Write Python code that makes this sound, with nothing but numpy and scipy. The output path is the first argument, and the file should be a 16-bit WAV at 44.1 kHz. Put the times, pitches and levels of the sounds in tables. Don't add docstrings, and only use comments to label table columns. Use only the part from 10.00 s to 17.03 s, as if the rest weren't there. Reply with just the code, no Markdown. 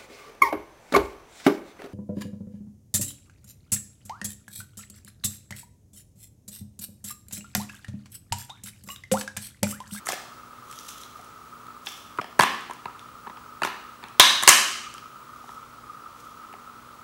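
import sys
import numpy as np
from scipy import signal
from scipy.fft import rfft, irfft, next_fast_len
from scipy.io import wavfile

SR = 44100
rng = np.random.default_rng(int(sys.argv[2]) if len(sys.argv) > 2 else 0)


def wav_record(signal):
    frames = np.transpose(np.atleast_2d(signal))
    bounded = np.clip(frames, -1, 1)
    quanta = np.round(bounded * 32767).astype(np.int16)
    wavfile.write(sys.argv[1], SR, quanta)


N = 310177

# mode_hz, relative_level_db, t60_s
LID = [(116, -3, 0.034), (199.5, -1, 0.042), (394, 4, 0.027), (526, -4.5, 0.025)]
SPINE = [(1722, 0.5, 0.0073), (2103, -5.5, 0.019), (2290, -2, 0.004)]
CRACK = [(6160, 7, 0.0011), (7650, 7, 0.002), (8530, 6.5, 0.0018), (11450, 3.5, 0.0011),
         (14200, -8.5, .0012)]
# ratio to the pitch that the grip leaves free, relative_level_db, t60_s
RIBS = [(.8, 6.5, 0.0016), (1, 0.5, 0.008), (1.25, -6.5, 0.004), (1.57, -2, 0.005)]


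def from_db(db):
    return 10 ** (np.asarray(db) / 20)


def rms_one(x):
    return x / np.sqrt(np.mean(x ** 2) + 1e-20)


def at_hz(points, hz, column=1):
    points = np.array(points)
    return np.interp(np.log(hz), np.log(points[:, 0]), points[:, column])


def coloured(spectrum):
    size = next_fast_len(N)
    hz = np.maximum(np.arange(size // 2 + 1) * SR / size, 1)
    white = rfft(rng.standard_normal(size))
    return rms_one(irfft(white * from_db(at_hz(spectrum, hz)), size)[:N])


def drift(rate_hz):
    r = np.exp(-2 * np.pi * rate_hz / SR)
    noise = rng.standard_normal(N + SR)
    return rms_one(signal.lfilter([1], [1, -2 * r, r * r], noise)[SR:])


def knocks():
    # ratio to the pitch that the grip leaves free, relative_level_db, t60_s
    shell = [(0.799, 0.5, 0.0074), (1.006, 1.5, 0.01813), (1.22, -17, 0.014)]
    # start_s, shell_db, rib_db, crack_db, shell_pitch_hz, rib_pitch_hz, length_ms
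    knock_list = [(0.0693, -25, -41, -20, 1270, 6170, 1.3), (0.088, -21.5, -15.5, -18.5, 750, 5180, .8),
                  (0.1019, -24.5, -39, -51, 1100, 5790, .8), (0.121, -37, -23, -18, 780, 2680, 1.5),
                  (0.1303, -24.5, -31, -43, 710, 3080, 5.4), (1.19, -42, -62, -53, 740, 3000, 12),
                  (1.8692, -34, -19.5, -59, 797, 3520, 5), (2.176, -44, -37, -39, 1080, 3040, .8),
                  (2.1861, -13.5, -47, -42, 1196, 2720, 4.5), (2.1933, -19, -52, -53, 1170, 2700, 4.9),
                  (2.2129, -29.5, -30.5, -38, 705, 3330, 5.7), (2.243, -30, -37, -43, 945, 3270, 2.3),
                  (2.3926, -4.5, -35, -14, 933, 2880, 3), (2.3967, -5.5, -8.5, -23, 1055, 3130, 2.2),
                  (2.4077, -13.5, -10.5, -16, 1040, 3490, 3.5), (2.4189, -16, -21, -17.5, 964, 4600, 3.1),
                  (2.4248, -18.5, -14.5, -22, 950, 2780, 5), (2.4339, -13, -15, -16.5, 1115, 2550, 3.5),
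                  (2.6972, -26.5, -55, -46, 970, 2700, 1.8), (2.709, -27, -44, -35.5, 990, 3360, 3.5),
                  (2.8558, -23, -32, -46, 966, 2860, 3), (3.269, -28, -47, -57.5, 970, 2300, 5.1),
                  (3.2745, -30.5, -46, -56, 1064, 2800, 3.5), (3.297, -31.5, -47, -51.5, 1030, 3900, 7),
                  (3.3704, -40, -40.5, -60, 965, 3300, 4), (3.6192, -16, -24, -32.5, 1000, 2730, 5),
                  (3.6332, -17.5, -17.5, -25, 1330, 2960, 2.5), (3.6484, -16, -20, -26.5, 1003, 3700, 2.5),
                  (3.6721, -25.5, -28, -34, 894, 2720, 3.1), (4.028, -37, -42.5, -50.5, 1010, 3000, 5),
                  (4.0384, -31.5, -31, -42, 912, 2670, 1.5), (4.197, -2.5, 12, 5.5, 1027, 3860, 3),
                  (4.2042, -23.5, 1.5, -26, 1290, 4190, 2.5), (4.426, -21.5, -30, -18, 1090, 2940, 1.8),
                  (4.4344, -19, -20, -11, 1090, 3570, 2), (4.4763, -3, 9.5, 6, 1045, 3088, 1.8),
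                  (4.4836, -14, -7.5, 2.5, 1180, 4273, 1.7), (4.489, -7, 3, 11, 1126, 5250, 4.9),
                  (5.438, -40, -69, -67, 848, 2793, 7.8), (5.4911, -33.5, -42, -46, 944, 3947, 1.2),
                  (6.5279, -36, -47.5, -42.5, 1238, 3000, 1.1), (6.538, -34.5, -43, -55, 800, 3020, 1.2)]
    lid_db, room_db = -12, -6
    lid_loss_when_bright = 0.35
    spine_from_shell, spine_offset_db = 0.63, -1.5
    dull_room_loss = 0.64
    rows = []
    for s, shell_db, rib_db, crack_db, shell_hz, rib_hz, ms in knock_list:
        bright_db = max(rib_db, crack_db) - shell_db
        parts = [
            (LID, 1, shell_db + lid_db - lid_loss_when_bright * max(bright_db, 0)),
            (shell, shell_hz, shell_db),
            (SPINE, 1, shell_db + (1 - spine_from_shell) * bright_db + spine_offset_db),
            (RIBS, rib_hz, rib_db),
            (CRACK, 1, crack_db),
        ]
        rows.append((s, parts, ms, room_db + dull_room_loss * min(bright_db, 0)))
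    return rows


def ticks():
    # start_s, rib_db, crack_db, rib_pitch_hz
    tick_list = [(0.0547, -48, -34, 5500), (0.0594, -43, -27, 5500), (0.063, -42, -30, 5550),
                 (0.067, -48, -24, 5500), (0.1157, -41, -26, 5500), (0.713, -49, -30.5, 6040),
                 (0.7265, -31.5, -35, 3430), (0.788, -30, -30, 5730), (0.8864, -31, -31, 5940),
                 (0.896, -41, -44, 5900), (1.035, -30.5, -39.5, 4140), (1.2126, -58, -40, 5600),
                 (1.246, -55, -40, 3100), (1.668, -41, -46, 2600), (1.8622, -34, -30.5, 3900),
                 (1.9756, -55.5, -47, 3030), (2.609, -47.5, -36, 3840), (2.7348, -45, -34, 4500),
                 (2.9934, -35, -40, 3560), (4.0848, -38, -37.5, 3320), (4.94, -36, -29, 3076),
                 (4.9808, -32, -39, 3180)]
    length_ms, room_db = 1.2, -6.5
    lid_db, spine_db = -22, -13
    rows = []
    for s, rib_db, crack_db, rib_hz in tick_list:
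        top_db = max(rib_db, crack_db)
        parts = [
            (LID, 1, top_db + lid_db),
            (SPINE, 1, top_db + spine_db),
            (RIBS, rib_hz, rib_db),
            (CRACK, 1, crack_db),
        ]
        rows.append((s, parts, length_ms, room_db))
    return rows


def contacts():
    first_touch = 3.3
    length = 3000
    out, t = np.zeros((2, N + length)), np.arange(length) / SR
    impulse = (t == 0).astype(float)
    for s, parts, ms, room_db in ticks() + knocks():
        force = rng.standard_normal(length) * np.exp(-(t / (ms / 1000)) ** 2)
        force[0] = first_touch
        start = round(s * SR)
        for modes, scale, peak_db in parts:
            direct = part_sound(force, modes, scale)
            direct *= from_db(peak_db) / np.abs(direct).max()
            plain = rms_one(part_sound(impulse, modes, scale))
            sent = from_db(room_db) * plain * np.std(direct)
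            out[:, start:start + length] += [direct, sent]
    return out[:, :N]


def part_sound(force, modes, scale):
    softness = 1.4
    top_hz = min(softness * scale * modes[-1][0], .45 * SR)
    felt = signal.lfilter(*signal.butter(2, top_hz, fs=SR), force)
    total = 0
    for k, (hz, db, t60) in enumerate(modes):
        total = total + (-1) ** k * from_db(db) * ring(felt, scale * hz, t60)
    return total


def ring(force, hz, t60):
    r, w = from_db(-60 / (t60 * SR)), 2 * np.pi * hz / SR
    return signal.lfilter([.5, 0, -.5], [1, -2 * r * np.cos(w), r * r], force)


def rub():
    # frequency_hz, relative_level_db (per Hz)
    colour = [(1200, -23.5), (2200, -14), (3300, -1.5), (4500, -11.5), (6000, -2.5), (8500, -9.5),
              (12000, -9), (15800, -18)]
    # (to -20 dB; negative: a swell this slow, then a quick fade)
    strokes = [(0.083, -30.5, 0.05), (.14, -40, -0.05), (.715, -51.5, 0.77), (.89, -38, 0.0261),
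               (.91, -53, -0.08), (1.02, -50, -0.2), (1.228, -73, -0.4), (1.869, -44, 0.22),
               (2.4, -29, 0.0464), (2.425, -35, 0.0255), (3.638, -38.5, 0.02), (3.654, -37.5, 0.04),
               (5.545, -58.5, -0.4), (6.181, -57.5, 0.3)]
    rise_share = 0.13
    t = np.arange(N) / SR
    level = 0
    for s, db, fade_s in strokes:
        distance = np.maximum((t - s) / fade_s, (s - t) / (rise_share * fade_s)).clip(0, 10)
        level = level + from_db(db - 20 * distance)
    grain_db = 3 * drift(90)
    return level * rms_one(coloured(colour) * from_db(grain_db))


def fan():
    # frequency_hz, relative_level_db (per Hz)
    air = [(9.4, -62), (16, -25), (59, -14), (91, -11.5), (128, -11), (210, -14.5), (243, -13.5),
           (324, -17), (364, -12.5), (728, -17), (1260, -5.5), (1640, -19.5), (2450, -22.5), (13500, -33.5),
           (16100, -34)]
    # centre_hz, width_hz, level_db
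    whine_hz, width_hz, whine_db = (1268, 150, -47.5)
    # tone_hz, level_db
    hum_tones = [(60, -70), (120, -67.5), (180, -74.5), (240, -63), (299, -67), (15713, -67)]
    air_db, hum_waver_db = -49.5, 1.5
    edges = [whine_hz - width_hz / 2, whine_hz + width_hz / 2]
    band = signal.butter(2, edges, "band", fs=SR, output="sos")
    puffs_db = 4.3 * drift(80) + 1.4 * drift(0.51)
    whine = rms_one(signal.sosfilt(band, rng.standard_normal(N) * from_db(puffs_db)))
    t = np.arange(N) / SR
    hum = 0
    for hz, db in hum_tones:
        level = from_db(db + hum_waver_db * drift(3)) * np.sqrt(2)
        phase = 2 * np.pi * hz * t + 1.9 * drift(0.91)
        hum = hum + level * np.sin(phase)
    return from_db(air_db) * coloured(air) + from_db(whine_db) * whine + hum


def room(x):
    # frequency_hz, t60_s, relative_level_db
    decay = [(100, 0.31, -3), (291.3, 1, -3.5), (800, 0.5, 3.5), (2160, 0.74, 0.5), (4700, 0.72, 1),
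             (9300, 0.58, -8), (15000, 0.42, 1)]
    first_wall_s, build_up_s = .004, 0.00051
    t, tail = np.arange(SR) / SR, 0
    edges = 70 * 2 ** np.arange(0, 8.1, .5)
    for low, high in zip(edges, edges[1:]):
        hz = np.sqrt(low * high)
        band_filter = signal.butter(2, [low, high], "band", fs=SR, output="sos")
        band = signal.sosfilt(band_filter, rng.standard_normal(SR))
        tail = tail + band * from_db(at_hz(decay, hz, column=2) - 60 * t / at_hz(decay, hz))
    tail = tail * (1 - np.exp(-t / build_up_s))
    tail = tail / np.sqrt(np.sum(tail ** 2))
    tail = np.append(np.zeros(round(first_wall_s * SR)), tail)
    return signal.fftconvolve(x, tail)[:N]


def scene():
    rub_room_db = -6
    case = contacts() + from_db([[0], [rub_room_db]]) * rub()
    no_bass = signal.butter(2, 80, "high", fs=SR, output="sos")
    direct, sent = signal.sosfilt(no_bass, case)
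    return (direct + room(sent) + fan())[None]


def record(dry):
    overload, cutoff_hz = .99, 15850
    clipped = np.clip(dry, -overload, overload)
    no_subsonic = signal.lfilter(*signal.butter(1, 30, "high", fs=SR), clipped)
    top_cut = signal.ellip(10, .3, 45, cutoff_hz, fs=SR, output="sos")
    return signal.sosfilt(top_cut, no_subsonic)


dry = scene()
out = record(dry)
wav_record(out)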